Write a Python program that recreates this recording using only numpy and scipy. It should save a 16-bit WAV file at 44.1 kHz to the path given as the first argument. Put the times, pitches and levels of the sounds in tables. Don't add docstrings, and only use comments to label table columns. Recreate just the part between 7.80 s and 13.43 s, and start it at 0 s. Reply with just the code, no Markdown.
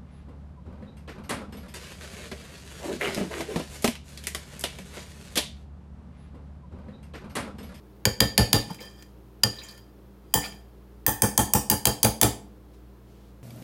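import sys
import numpy as np
from scipy import signal
from scipy.io import wavfile
from scipy.ndimage import uniform_filter1d, minimum_filter1d

SR = 44100
rng = np.random.default_rng(int(sys.argv[2]) if len(sys.argv) > 2 else 0)


def wav_record(signal):
    frames = np.transpose(np.atleast_2d(signal))
    bounded = np.clip(frames, -1, 1)
    quanta = np.round(bounded * 32767).astype(np.int16)
    wavfile.write(sys.argv[1], SR, quanta)


N = 248283
TIME = np.arange(N) / SR
EDGES_HZ = np.geomspace(35, 17000, 28)
CENTRES_HZ = np.sqrt(EDGES_HZ[1:] * EDGES_HZ[:-1])
BANK = [signal.butter(2, EDGES_HZ[k:k + 2], "band", fs=SR, output="sos") for k in range(len(CENTRES_HZ))]


def from_db(db):
    return 10 ** (np.asarray(db) / 20)


def rms_one(x):
    return x / np.sqrt(np.mean(x ** 2) + 1e-20)


def at_hz(points, hz):
    freqs, values = np.transpose(points)
    return np.interp(np.log(hz), np.log(freqs), values)


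def dying(t, t60_s):
    return np.exp(-np.log(1000) * t / t60_s)


def add(out, start_s, sound):
    start = int(start_s * SR)
    out[start:start + len(sound)] += sound[:N - start]


def bands(white):
    return np.array([signal.sosfilt(band, white[k % 2] + 1e-18) for k, band in enumerate(BANK)])


def resonance(x, hz, width_hz):
    r = np.exp(-np.pi * width_hz / SR)
    gain = np.sqrt((1 - r * r) / 2)
    poles = [1, -2 * r * np.cos(2 * np.pi * hz / SR), r * r]
    return signal.lfilter(gain * np.array([1, 0, -1]), poles, x + 1e-18)


def strokes(rows, release_db_per_s, swell_db=30):
    gain = 0
    for full_s, swell_s, hold_s, level_db in rows:
        rise_db = swell_db * np.maximum(full_s - TIME, 0) / swell_s
        fall_db = release_db_per_s * np.maximum(TIME - full_s - hold_s, 0)
        gain = gain + from_db(level_db - rise_db - fall_db)
    return gain


# pitch_hz, level_db (rms)
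HUM = [(59.2, -51), (118.4, -59.5), (199.2, -58.5), (306.8, -64.5)]
# pitch_hz, density_db (per Hz)
AIR = [(35, -21), (55, 1), (85, -5), (160, 0.5), (250, -4), (350, 2.5), (630, -10.5), (1000, -12.5),
       (2000, -23.5), (4000, -27.5), (8000, -35), (13000, -29.5), (16000, -31.5)]
AIR_DB = -55


def background(waver=0.2):
    air = rms_one(from_db(at_hz(AIR, CENTRES_HZ)) @ bands(rng.standard_normal((2, N))))
    knots_s = np.linspace(0, TIME[-1], num=40)
    hum = 0
    for hz, level_db in HUM:
        swell, lag = [np.interp(TIME, knots_s, row) for row in rng.normal(0, waver, (2, len(knots_s)))]
        tone = np.sin(2 * np.pi * hz * TIME + lag * hz / HUM[0][0])
        hum = hum + from_db(level_db) * np.sqrt(2) * (1 + swell) * tone
    return from_db(AIR_DB) * air + hum


# start_s, force_db, weight_db (hand behind it), place (0 neck, 1 tines, 1.5 very tips),
#   lower_ring_db, upper_ring_db (wall; vary with where the rim is struck)
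TAPS = [(0.2532, -33, -28.5, 0.068, 1, 3.5), (0.4037, -28, -23.5, 0.039, 1, 3),
        (0.5778, -26.5, -22, 0.021, 0.5, 3), (0.7297, -26.5, -27, 0.16, -3.5, 2),
        (1.6341, -34.5, -31, 0.08, 3, 5), (2.5394, -31.5, -33.5, 1.45, 8.5, 3.5),
        (3.2646, -30.5, -30.5, 1.73, 5.5, -8.5), (3.42, -27.5, -26, 0.92, 2.5, -5.5),
        (3.577, -27.5, -25.5, 0.94, 1.5, -4), (3.7355, -28, -26.5, 1.32, -3, -5.5),
        (3.8991, -29.5, -30, 0.94, -3, 3.5), (4.054, -28, -29, 0.62, -2, 2),
        (4.2302, -24.5, -25.5, 0.66, -9, -6), (4.4132, -23, -28, 0.62, -8, -5.5)]
# start_s, force_db
BOUNCES = [(3.913, -43.5), (4.0696, -34.5), (4.2472, -33), (4.431, -29.5)]
BOUNCE_PLACE, BOUNCE_WALL_DB = 0.4, -22


def blows():
    return TAPS + [(s, db, db, BOUNCE_PLACE, BOUNCE_WALL_DB, BOUNCE_WALL_DB) for s, db in BOUNCES]


# pitch_hz, neck_db, tines_db
CONTACT = [(500, 0, 0), (1090, -1.5, 1), (1800, -1, -5), (3200, 1.5, -6), (4700, 0.5, -5.5),
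           (7000, -13, 11.5), (10500, 0, 8.5), (13400, -3.5, 9.5)]
WEIGHT_BELOW_HZ, FORCE_ABOVE_HZ = 200, 300
SIZZLE_HZ, SIZZLE_DB = 14800, 13


def drive(hz, force_db, weight_db, place):
    freqs, neck_db, tines_db = np.transpose(CONTACT)
    contact_db = force_db + neck_db + min(place, 1) * (tines_db - neck_db)
    sizzle_db = contact_db[-1] + SIZZLE_DB * max(place - 1, 0)
    bass = [(WEIGHT_BELOW_HZ, weight_db), (FORCE_ABOVE_HZ, contact_db[0])]
    return at_hz([*bass, *zip(freqs, contact_db), (SIZZLE_HZ, sizzle_db)], hz)


LOWER_RINGS_HZ, RING_OCTAVES, UPPER_RING_HZ = (1785, 3150), .17, 4000
WALL_RING_HZ = 4700


def wall_drive(hz, force_db, weight_db, place, lower_db, upper_db):
    lower = sum(np.abs(np.log2(hz / ring_hz)) < RING_OCTAVES for ring_hz in LOWER_RINGS_HZ)
    blow_db = drive(np.minimum(hz, WALL_RING_HZ), force_db, weight_db, place)
    return blow_db + lower_db * lower + upper_db * (hz > UPPER_RING_HZ)


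NECK_SPOT_HZ, TINES_SPOT_HZ = 510, 900
SPOT_DB, SPOT_OCTAVES = 6, .25


def spot(hz, place):
    favoured_hz = NECK_SPOT_HZ * (TINES_SPOT_HZ / NECK_SPOT_HZ) ** min(place, 1)
    return SPOT_DB * np.exp(-(np.log2(hz / favoured_hz) / SPOT_OCTAVES) ** 2)


# pitch_hz, density_db (per Hz)
CLACK = [(200, 9), (600, 2), (900, 11.5), (1300, -15), (2300, -2.5), (3600, 6.5), (4800, -7), (5800, 3.5),
         (8000, -1.5), (10000, 3.5), (12300, -5), (15500, 0)]
# pitch_hz, level_db, best_place (on the fork, excites it most)
FORK = [(6400, 0.5, .25), (9200, -1, 2.7), (10380, -6.5, 2), (10800, 1.5, .15), (13150, -2.5, 0.37),
        (15100, 5, 4.2)]
# pitch_hz, width_hz, level_db
CLANG = [(1785, 130, -2), (2400, 300, -7), (3170, 170, -1), (4830, 300, 3), (6740, 200, -8)]
CLACK_DB, CLANG_DB, CLACK_DECAY_S = 27.5, 21.5, 0.0026
TINE_DB, TINE_WIDTH_HZ = 16.5, 450
FORK_REACH = 0.91


def clacks(touch_s=0.0008):
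    out, t = np.zeros(N), TIME[:SR // 12]
    envelope = np.exp(-t / CLACK_DECAY_S) * (1 - np.exp(-t / touch_s))
    for start_s, force_db, weight_db, place, *rings_db in blows():
        blow = force_db, weight_db, place
        chatter = rng.standard_normal((3, len(t))) * envelope
        strength_db = drive(CENTRES_HZ, *blow) + spot(CENTRES_HZ, place)
        add(out, start_s, from_db(CLACK_DB + strength_db + at_hz(CLACK, CENTRES_HZ)) @ bands(chatter))
        for hz, level_db, best_place in FORK:
            reach_db = -10 * ((place - best_place) / FORK_REACH) ** 2
            gain = from_db(TINE_DB + level_db + drive(hz, *blow) + reach_db)
            add(out, start_s, gain * resonance(chatter[2], hz, TINE_WIDTH_HZ))
        for hz, width_hz, level_db in CLANG:
            gain = from_db(CLANG_DB + level_db + wall_drive(hz, *blow, *rings_db))
            add(out, start_s, gain * resonance(chatter[2], hz, width_hz))
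    return out


# pitch_hz, level_db, t60_s
BOWL = [(63, 6, .18), (110.86, 10.5, 0.2), (208.8, 8.5, .21), (296, 0.5, 0.21), (377, 3.5, .15),
        (445, 3, .15), (490.7, 1, 0.18), (537.2, 3, .16), (824.5, 0, .17), (867, 0.5, 0.16),
        (1298, -6, 0.15), (1789, -1.5, 0.26), (2410, -8, 0.17), (3144, -0.5, 0.14), (4766, -3, 0.23),
        (4710, -2, 0.33), (4786, -4.5, .3), (5100, -11, 0.12), (6737, -10.5, 0.28)]


def bowl(spread_db=1.0, detune=0.012, push_s=0.015, twin_hz=35, twin_db=-4):
    out, t = np.zeros(N), TIME[:SR * 2 // 3]
    hz, mode_db, t60_s = np.transpose(BOWL)
    low = np.clip(300 / hz, 0, 1)
    envelope = dying(t, t60_s[:, None]) * (1 - np.exp(-t / (push_s * low[:, None])))
    for start_s, force_db, weight_db, place, *rings_db in blows():
        strength_db = wall_drive(hz, force_db, weight_db, place, *rings_db) + spot(hz, place)
        luck, shift, split = rng.standard_normal((3, len(hz)))
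        pitch_hz = hz * (1 + detune * low * shift)
        twin_pitch_hz = pitch_hz + twin_hz * (1 - low) * split
        swing = np.sin(2 * np.pi * pitch_hz[:, None] * t)
        swing += from_db(twin_db) * np.cos(2 * np.pi * twin_pitch_hz[:, None] * t)
        add(out, start_s, from_db(mode_db + strength_db + spread_db * luck) @ (swing * envelope))
    return out


# pitch_hz, density_db (per Hz)
RUMBLE = [(40, -14.5), (80, -5), (120, 2), (210, -5), (320, -3.5), (500, -8), (850, -13.5), (1400, -15),
          (2500, -26.5), (6000, -57)]
RUMBLE_DB, RUMBLE_PEAK_S = 21.5, .011


def rumble(delay_s=.009):
    out, t = np.zeros(N), TIME[:SR // 6]
    envelope = t / RUMBLE_PEAK_S * np.exp(1 - t / RUMBLE_PEAK_S)
    for start_s, force_db, weight_db, place, *_ in blows():
        judder = rng.standard_normal((2, len(t))) * envelope
        strength_db = drive(np.minimum(CENTRES_HZ, FORCE_ABOVE_HZ), force_db, weight_db, place)
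        strength_db = strength_db + spot(CENTRES_HZ, place) + at_hz(RUMBLE, CENTRES_HZ)
        add(out, start_s + delay_s, from_db(RUMBLE_DB + strength_db) @ bands(judder))
    return out


# pitch_hz, t60_s
ROOM_T60 = [(100, 1), (1000, 0.38), (4000, 0.32), (9000, .29), (16000, 0.2)]
ROOM_DB = -12


def kitchen(x, first_echo_s=0.0023, bass_hz=300):
    t = TIME[:SR // 2]
    tails = bands(rng.standard_normal((2, len(t)))) * dying(t, at_hz(ROOM_T60, CENTRES_HZ)[:, None])
    echo = (CENTRES_HZ / (CENTRES_HZ + bass_hz)) @ tails * np.clip(t / first_echo_s - 1, 0, 1)
    return signal.fftconvolve(x, echo / np.sqrt(np.sum(echo ** 2)))[:N]


# full_s, swell_s, hold_s, level_db
SLIDES = [(.9, 0.083, 0.01, -50.5), (1.008, 0.013, 0.026, -49), (1.195, 0.11, .005, -61),
          (1.74, .1, 0.17, -54), (1.93, 0.041, .055, -70.5), (2.65, 0.15, 0.0042, -43.5)]
# pitch_hz, density_db (per Hz)
SLIDE_COLOUR = [(400, 1.5), (1000, -0.5), (2400, -11), (4500, -7.5), (8000, -11.5), (12000, -9.5),
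                (16000, -16)]
SLIDE_RELEASE_DB_PER_S = 172


def slide(bubbles_per_s=130, size_db=4, cycles=20, wall_db=-3, wall_width_hz=45):
    level = strokes(SLIDES, SLIDE_RELEASE_DB_PER_S)
    fizz = np.zeros(N)
    for hz in np.geomspace(500, 15000, num=24):
        at = np.flatnonzero(rng.random(N) < bubbles_per_s / SR)
        bursts = np.zeros(N)
        bursts[at] = from_db(size_db * np.minimum(rng.exponential(1, N)[at], 4))
        fizz += from_db(at_hz(SLIDE_COLOUR, hz)) * np.sqrt(hz) * resonance(bursts, hz, hz / cycles)
    rubbing = level * rng.standard_normal(N)
    wall = sum(from_db(db) * resonance(rubbing, hz, wall_width_hz) for hz, _, db in CLANG)
    return level * rms_one(fizz) + from_db(wall_db) * wall


# start_s, level_db, pitch_hz (at the start)
PLOPS = [(0.899, -32, 880), (0.905, -25, 189), (0.985, -39.5, 2200), (1.009, -38.5, 504),
         (1.784, -37, 3900), (1.815, -41, 2340), (1.833, -39, 6950), (1.884, -38, 4540),
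         (2.619, -35.5, 2100), (2.637, -31, 2390), (2.643, -33, 4520), (2.721, -49, 2420)]
PLOP_T60_S = 0.1


def plops(rise_per_s=1.3, swell_s=0.0027, rough=0.73):
    out, t = np.zeros(N), TIME[:SR // 8]
    envelope = dying(t, PLOP_T60_S) * (1 - np.exp(-t / swell_s))
    for start_s, level_db, hz in PLOPS:
        tone = np.sin(2 * np.pi * hz * t * (1 + rise_per_s * t)) / 2
        noise = rough * resonance(rng.standard_normal(len(t)), hz, hz / 10)
        add(out, start_s, from_db(level_db) * (tone + noise) * envelope)
    return out


# start_s, level_db
GRAZES = [(.945, -45), (1.005, -47), (1.028, -63), (1.224, -48.5), (1.978, -53)]


def grazes(decay_s=.005, hiss_db=2):
    out, t = np.zeros(N), TIME[:SR // 12]
    for start_s, level_db in GRAZES:
        chatter = from_db(level_db) * rng.standard_normal(len(t)) * np.exp(-t / decay_s)
        clang = sum(resonance(chatter, hz, width_hz) for hz, width_hz, _ in CLANG) / 2
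        add(out, start_s, from_db(hiss_db) * chatter + clang)
    return out


# full_s, swell_s, hold_s, level_db
RUSTLES = [(4.94, .055, .005, -67), (5.3, .17, 0.19, -70)]
RUSTLE_RELEASE_DB_PER_S = 180


def rustle(centre_hz=2600, width_hz=4000):
    return strokes(RUSTLES, RUSTLE_RELEASE_DB_PER_S) * resonance(rng.standard_normal(N), centre_hz, width_hz)


def scene():
    near = clacks() + bowl() + rumble() + plops() + slide() + grazes()
    return (near + from_db(ROOM_DB) * kitchen(near) + rustle() + background())[None]


def limiter(x, ceiling=0.66, hold_s=0.0065, release_db_per_s=1900):
    over_db = 20 * np.log10(np.maximum(np.abs(x) / ceiling, 1))
    hold = 2 * int(hold_s * SR / 2) + 1
    held_db = -minimum_filter1d(-over_db, hold, origin=hold // 2)
    release_db = release_db_per_s * TIME
    duck_db = np.maximum.accumulate(held_db + release_db) - release_db
    return np.clip(x * from_db(-uniform_filter1d(duck_db, size=12)), -ceiling, ceiling)


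MIC_LOW_HZ, CUTOFF_HZ = 50, 15800


def record(dry):
    sound = signal.sosfilt(signal.butter(4, MIC_LOW_HZ, "high", fs=SR, output="sos"), limiter(dry[0]))
    return signal.sosfilt(signal.ellip(10, .2, 80, CUTOFF_HZ, fs=SR, output="sos"), sound)[None]


dry = scene()
out = record(dry)
wav_record(out)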